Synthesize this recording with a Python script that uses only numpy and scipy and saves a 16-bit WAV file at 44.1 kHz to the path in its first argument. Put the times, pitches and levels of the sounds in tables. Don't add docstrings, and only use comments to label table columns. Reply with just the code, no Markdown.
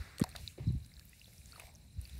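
import sys
import numpy as np
from scipy import signal
from scipy.fft import rfft, irfft
from scipy.io import wavfile

SR = 44100
rng = np.random.default_rng(int(sys.argv[2]) if len(sys.argv) > 2 else 0)


def store_pcm(level_fs):
    pcm = np.round(np.clip(level_fs, -1, 1) * 32767).astype(np.int16)
    wavfile.write(sys.argv[1], SR, np.atleast_2d(pcm).T)


def gain_from_db(level_db):
    decades = np.asarray(level_db, float) / 20
    return 10 ** decades


N = 96755
T = np.arange(N) / SR


def rms_one(x):
    return x / np.sqrt(np.mean(x ** 2) + 1e-20)


def level_curve(rows):
    s, db = np.transpose(rows)
    return np.interp(T, s, db)


def drift(rate_hz):
    r = np.exp(-80 * np.pi * rate_hz / SR)
    settle = 2000
    noise = rng.standard_normal(N // 40 + settle + 2)
    slow = signal.lfilter([1], [1, -2 * r, r * r], noise)[settle:]
    return np.interp(np.arange(N) / 40, np.arange(len(slow)), rms_one(slow))


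def colour(x, spectrum):
    hz, db = np.transpose(spectrum)
    top_hz = 15750
    f = np.maximum(np.arange(N // 2 + 1) * SR / N, 1)
    octaves_below = np.maximum(np.log2(hz[0] / f), 0)
    octaves_above = np.maximum(np.log2(f / hz[-1]), 0)
    gain_db = np.interp(np.log(f), np.log(hz), db) - 18 * (octaves_below + octaves_above)
    return rms_one(irfft(rfft(x) * gain_from_db(gain_db) * (f < top_hz), N))


def add(out, s, sound):
    i = max(int(s * SR), 0)
    out[i:i + len(sound)] += sound[:N - i]


def resonate(x, hz, width_hz):
    r = np.exp(-np.pi * width_hz / SR)
    feedback = [1, -2 * r * np.cos(2 * np.pi * hz / SR), r * r]
    return signal.lfilter([(1 - r * r) / 2, 0, (r * r - 1) / 2], feedback, x)


def resonate_twice(x, hz, width_hz):
    return resonate(resonate(x, hz, width_hz), hz, width_hz)


def leaves():
    # frequency in Hz, density in dB per Hz.
    leaf_colour = [(250, -23), (550, 1.5), (1500, -12), (4000, -45), (15800, -10.5)]
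    return gain_from_db(-84.5) * colour(rng.standard_normal(N), leaf_colour)


def rumble():
    # time in s, level in dB.
    rumble_level = [(0, -53.5), (.08, -61.5), (.33, -54.5), (.5, -55.5), (.565, -64), (.62, -42), (.8, -50),
                    (.88, -56.5), (1.1, -60.5), (1.6, -59.5), (1.93, -58), (2.0, -52), (2.1, -58),
                    (2.19, -46.5)]
    # frequency in Hz, density in dB per Hz.
    rumble_colour = [(30, -6.5), (60, 4), (180, -7.5), (260, -19), (500, -34.5)]
    level_db = level_curve(rumble_level) + drift(3.2)
    return gain_from_db(level_db) * colour(rng.standard_normal(N), rumble_colour)


def crickets():
    # time in s, level in dB.
    trill_level = [(0, -74), (.57, -62.5), (.61, -67.5), (.7, -60), (.9, -68.5), (1.1, -74), (1.5, -70),
                   (1.75, -71), (2.0, -68), (2.19, -61)]
    chirps_per_s, start_s, duty = 44.5, .012, .55
    top_hz, fall_hz, chorus_db = 4400, 800, -11
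    beat = np.minimum(((T - start_s) * chirps_per_s) % 1 / duty, 1)
    hz = top_hz - fall_hz * beat
    trill = np.sin(2 * np.pi * np.cumsum(hz) / SR) * np.sin(np.pi * beat)
    trill = trill + .3 * np.roll(trill, 310)
    chorus = rms_one(resonate_twice(rng.standard_normal(N), 4000, 500))
    return gain_from_db(level_curve(trill_level) + 3.5 * drift(33)) * (trill + gain_from_db(chorus_db) * chorus)


def katydid():
    tone_hz, level_db = 7530, -73.5
    throbs_per_s, start_s = 17.6, .044
    wing_phase = 2 * np.pi * throbs_per_s * (T - start_s) + .3 * drift(2)
    throb = np.maximum(np.sin(wing_phase) + .2, 0)
    hz = tone_hz + 80 * drift(150)
    tone = gain_from_db(3 * drift(60)) * np.sin(2 * np.pi * np.cumsum(hz) / SR)
    return gain_from_db(level_db) * throb * tone


def bird():
    # start in s, length in s, first pitch in Hz, top pitch in Hz, level in dB.
    peeps = [
        (0.125, .1, 7400, 8350, -68),
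        (1.625, .095, 7900, 8500, -66),
    ]
    out = np.zeros(N)
    for s, length, from_hz, top_hz, db in peeps:
        u = T[:int(length * SR)] / length
        hz = from_hz + (top_hz - from_hz) * np.sin(.8 * np.pi * u)
        whistle = np.sin(2 * np.pi * np.cumsum(hz) / SR)
        add(out, s, gain_from_db(db) * np.sqrt(np.sin(np.pi * u)) * whistle)
    return out * gain_from_db(2 * drift(46))


def fizz():
    grains_per_s = 500
    sizes = gain_from_db(5 * np.minimum(rng.exponential(1, N), 3)) * rng.choice([-1, 1], N)
    chance = grains_per_s * gain_from_db(5 * drift(8)) / SR
    grains = sizes * (rng.random(N) < chance)
    dealt = rng.integers(0, 12, N)
    out = np.zeros(N)
    for k, hz in enumerate(np.geomspace(2000, 11500, 12)):
        out += resonate_twice(grains * (dealt == k) + 1e-18, hz, 0.27 * hz)
    return rms_one(out)


def rustle():
    # time in s, level in dB.
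    rustle_level = [(0, -64), (.17, -69.5), (.335, -66), (.36, -63.5), (.49, -60), (.57, -68), (.9, -68),
                    (1.3, -64.5), (1.44, -65.5), (1.47, -64), (1.66, -63.5), (1.7, -68.5), (1.98, -69.5),
                    (2.03, -64), (2.19, -63.5)]
    # frequency in Hz, density in dB per Hz.
    fine_colour = [(1600, -30), (2300, 0), (3200, 0), (4300, -1), (9000, 0), (15800, -8.5)]
    band_follows = [1, 0.18, 0.067, 0.18, 0.5]
    patchy_db, patches_per_s, fizz_db = 1.6, 6, -10
    level_db = level_curve(rustle_level)
    swing_db = level_db - level_db.mean()
    hiss = rfft(colour(rng.standard_normal(N), fine_colour))
    f = np.arange(N // 2 + 1) * SR / N
    edges = [0, 3200, 6100, 8000, 11000, SR]
    patches = np.zeros(N)
    for low, high, follow in zip(edges, edges[1:], band_follows):
        band = irfft(hiss * (f >= low) * (f < high), N)
        patches += gain_from_db(patchy_db * drift(patches_per_s) + follow * swing_db) * band
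    return gain_from_db(level_db) * (patches + gain_from_db(fizz_db) * fizz())


def drag():
    # time in s, level in dB.
    drag_level = [(0, -56), (.17, -64.5), (.4, -65), (.45, -74.5), (1.45, -74.5), (1.55, -65), (1.72, -73),
                  (1.8, -77.5), (1.97, -79), (2.0, -70.5), (2.19, -66.5)]
    # frequency in Hz, density in dB per Hz.
    drag_colour = [(300, -1.5), (650, -1.5), (1100, -8.5), (1800, 0.5), (2300, -0.5), (2900, -9),
                   (4000, -1.5), (5500, -9.5)]
    level_db = level_curve(drag_level) + 0.81 * drift(31)
    return gain_from_db(level_db) * colour(rng.standard_normal(N), drag_colour)


def bumps():
    # crest in s, peak in dB, frequency in Hz, half length in cycles.
    knocks = [(0.004, -32, 63.4, 1.22), (0.2185, -16.5, 197, 0.87), (0.2272, -34, 75, 1),
              (0.2159, -29, 375, 1.24), (0.436, -38, 62, 0.46), (0.613, -35.5, 121, 1.45),
              (0.644, -46.5, 70, 2.4), (0.6804, -22.5, 133, 0.94), (0.691, -23.5, 106, 0.74),
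              (0.673, -29.5, 200, 0.78), (0.706, -25, 139, 0.77), (0.738, -31, 120, 3.1),
              (0.752, -30, 148, 0.48), (0.76, -27, 64, 0.59), (0.776, -33, 88, 0.73), (0.817, -42, 99, 1.9),
              (0.704, -41.5, 282, 1.24), (0.863, -50, 151, 0.72), (0.981, -49, 64, 1.2),
              (1.65, -48, 62, 0.77), (0.355, -54, 81.5, 0.85), (1.969, -42.5, 93, 0.8),
              (1.975, -41, 96, 0.35), (1.99, -31, 75, 0.98), (2.04, -48, 61, 2.5), (2.184, -43, 69.4, 0.61),
              (2.167, -42.5, 64, 4)]
    out = np.zeros(N)
    for s, db, hz, cycles in knocks:
        turns = (T - s) * hz
        steepness = np.where(turns < 0, 2.6, 2.1)
        swell = np.exp(-2 * np.abs(turns / cycles) ** steepness)
        out += gain_from_db(db) * np.cos(2 * np.pi * turns) * swell
    return out


def swishes():
    # start in s, rms level in dB, 60 dB fade in s, centre in Hz.
    slides = [(0.194, -49.5, 0.2, 1630), (0.196, -44, 0.13, 446), (0.243, -52, 0.14, 695),
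              (0.349, -43.5, 0.061, 1870), (0.349, -56, 0.22, 670), (0.349, -56, 0.4, 3340),
              (0, -60.5, 1.73, 1650), (1.275, -71.5, 0.46, 556), (0.577, -66.5, .8, 920),
              (0.577, -61.5, 0.23, 600), (0.577, -62.5, 0.67, 2400), (0.577, -62, 0.061, 3480),
              (1.575, -61, 0.7, 704), (1.598, -55, 0.17, 2470)]
    out, noise = np.zeros(N), rng.standard_normal((2, N))
    lumps = gain_from_db(2.7 * drift(46))
    for k, (s, db, t60, hz) in enumerate(slides):
        band = signal.butter(2, [hz / 1.414, hz * 1.327], "band", fs=SR, output="sos")
        after = np.maximum(T - s, 0)
        onset = np.minimum(after / 0.0027, 1)
        fade = gain_from_db(db - 60 * after / t60)
        out += rms_one(signal.sosfilt(band, noise[k % 2])) * lumps * fade * onset
    return out


def plips():
    # start in s, peak in dB, pitch in Hz.
    small_bubbles = [(0.315, -40, 4200), (0.917, -51.5, 2090), (0.939, -40, 4860), (0.967, -41, 4000),
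                     (1.1315, -47, 2590), (1.144, -55, 2640), (0.955, -51, 4320), (0.992, -53, 2520),
                     (1.027, -56, 2230), (1.061, -64, 2330), (1.329, -55.5, 2150), (1.416, -52.5, 2390),
                     (1.488, -47, 5000), (1.215, -38.5, 2780), (1.244, -40.5, 4050), (1.257, -42, 3440),
                     (1.381, -38, 5570), (1.522, -34, 4400), (1.597, -35, 2460), (1.539, -52, 2520),
                     (1.549, -55, 2650), (1.603, -42, 2770), (1.634, -48, 2130), (1.654, -49, 2250),
                     (1.669, -50, 2290), (1.692, -51, 2250), (1.712, -59, 2300), (1.751, -36, 6300),
                     (1.756, -39, 5770), (2.053, -34.5, 4500)]
    # start in s, peak in dB,
    # pitch in Hz, 60 dB decay in s.
    timed_bubbles = [(0.2392, -26, 950, 0.009), (0.239, -31, 1450, .006), (0.241, -36, 730, .04),
                     (1.598, -46, 1200, .015), (1.995, -54, 2700, .01), (.351, -44, 700, .04),
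                     (.353, -44, 1290, .025), (.362, -46, 1850, .02), (.374, -50, 2600, .02),
                     (0.675, -47, 5200, .008), (1.131, -50, 2010, 0.025), (.976, -57, 1700, .02),
                     (1.012, -56, 1700, .025), (1.619, -51, 830, .03), (1.196, -39, 4870, 0.0051),
                     (.301, -40, 8870, 0.0073), (1.559, -46, 4350, 0.017), (2.054, -48.5, 2600, 0.02),
                     (1.531, -50, 1370, 0.035), (1.56, -45, 1250, 0.025), (1.581, -49, 735, 0.024),
                     (1.636, -48, 645, 0.026), (.201, -46, 1250, .03), (.222, -47, 1950, .015),
                     (.275, -49, 760, .04), (.325, -49, 2550, .015), (.579, -47, 520, .04),
                     (.584, -39, 362, .05), (.597, -47, 300, .04)]
    decay_cycles, pitch_rise, swell_s = 30, 0.02, .0007
    out, t = np.zeros(N), T[:2500]
    bubbles = [(s, db, hz, decay_cycles / hz) for s, db, hz in small_bubbles] + timed_bubbles
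    for s, db, hz, t60 in bubbles:
        phase = 2 * np.pi * hz * t * (1 + pitch_rise * t / t60)
        swell = np.minimum(t / swell_s, 1)
        add(out, s, gain_from_db(db - 60 * t / t60) * swell * np.sin(phase))
    return out


def splats():
    # start in s, peak in dB, strongest ring in Hz, ring over the crack in dB.
    big_drops = [(0.1823, -32.5, 3800, -4.5), (0.1951, -28, 8170, 1), (0.2016, -35, 8040, 21),
                 (0.214, -34, 3620, 5), (0.2252, -37, 3820, 11), (0.2381, -25, 4440, -4.5),
                 (0.29, -40.5, 8800, -4), (0.361, -30, 4080, -3.5), (0.476, -26, 3940, 39),
                 (0.846, -49.5, 4840, 4), (0.8608, -48.5, 8500, 4), (0.9941, -42, 4200, -4),
                 (1.052, -48, 12800, 12), (1.0934, -48, 10600, 10), (1.334, -47.5, 8200, -20),
                 (1.4571, -41, 6700, 8), (1.5126, -46, 4520, -34), (1.5966, -34, 8800, -6),
                 (1.6681, -47.5, 8200, -21), (2.013, -41.5, 10000, 10), (2.095, -42, 3430, 0)]
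    # start in s, peak in dB.
    droplets = [(.339, -62), (.722, -54.5), (1.555, -54), (1.616, -50), (1.739, -55), (1.757, -53),
                (1.782, -57), (1.841, -59), (1.929, -64), (2.043, -52), (2.074, -47.5), (2.152, -51),
                (2.178, -50)]
    tick_hz, tick_ring_db = 9600, -1
    crack_t60_s, ring_t60_s, rise_s = .006, .0058, .0024
    out, t = np.zeros(N), T[:1000]
    bright = signal.butter(2, [2000, 11000], "band", fs=SR, output="sos")
    rise = np.minimum(t / rise_s, 1) ** 2
    drops = big_drops + [(s, db, tick_hz, tick_ring_db) for s, db in droplets]
    for s, db, hz, ring_db in drops:
        noise = rng.standard_normal(len(t))
        crack = signal.sosfilt(bright, noise) * gain_from_db(-60 * t / crack_t60_s)
        ring = rms_one(resonate_twice(noise, hz, 0.34 * hz)) * gain_from_db(ring_db - 60 * t / ring_t60_s)
        burst = rise * (crack + ring)
        add(out, s, gain_from_db(db) * burst / np.abs(burst).max())
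    return out


def scene():
    background = leaves() + rumble() + crickets() + katydid() + bird()
    handling = rustle() + drag() + bumps() + swishes()
    water = plips() + splats()
    water = water + gain_from_db(-18) * np.roll(water, 190)
    return (background + handling + water)[None]


def roll_off(x):
    return signal.sosfilt(signal.butter(12, 16480, fs=SR, output="sos"), x)


def record(dry):
    # centre in Hz, width in Hz, gain in dB.
    hollows = [
        (3150, 700, -8),
        (6590, 4600, -3),
    ]
    for hz, width_hz, db in hollows:
        dry = dry - (1 - gain_from_db(db)) * resonate(dry, hz, width_hz)
    bass_cut = signal.butter(2, 45, "high", fs=SR, output="sos")
    top_cut = signal.cheby2(12, 40, 16500, fs=SR, output="sos")
    mix = signal.sosfilt(top_cut, signal.sosfilt(bass_cut, dry))
    return roll_off(mix)


dry = scene()
out = record(dry)
store_pcm(out)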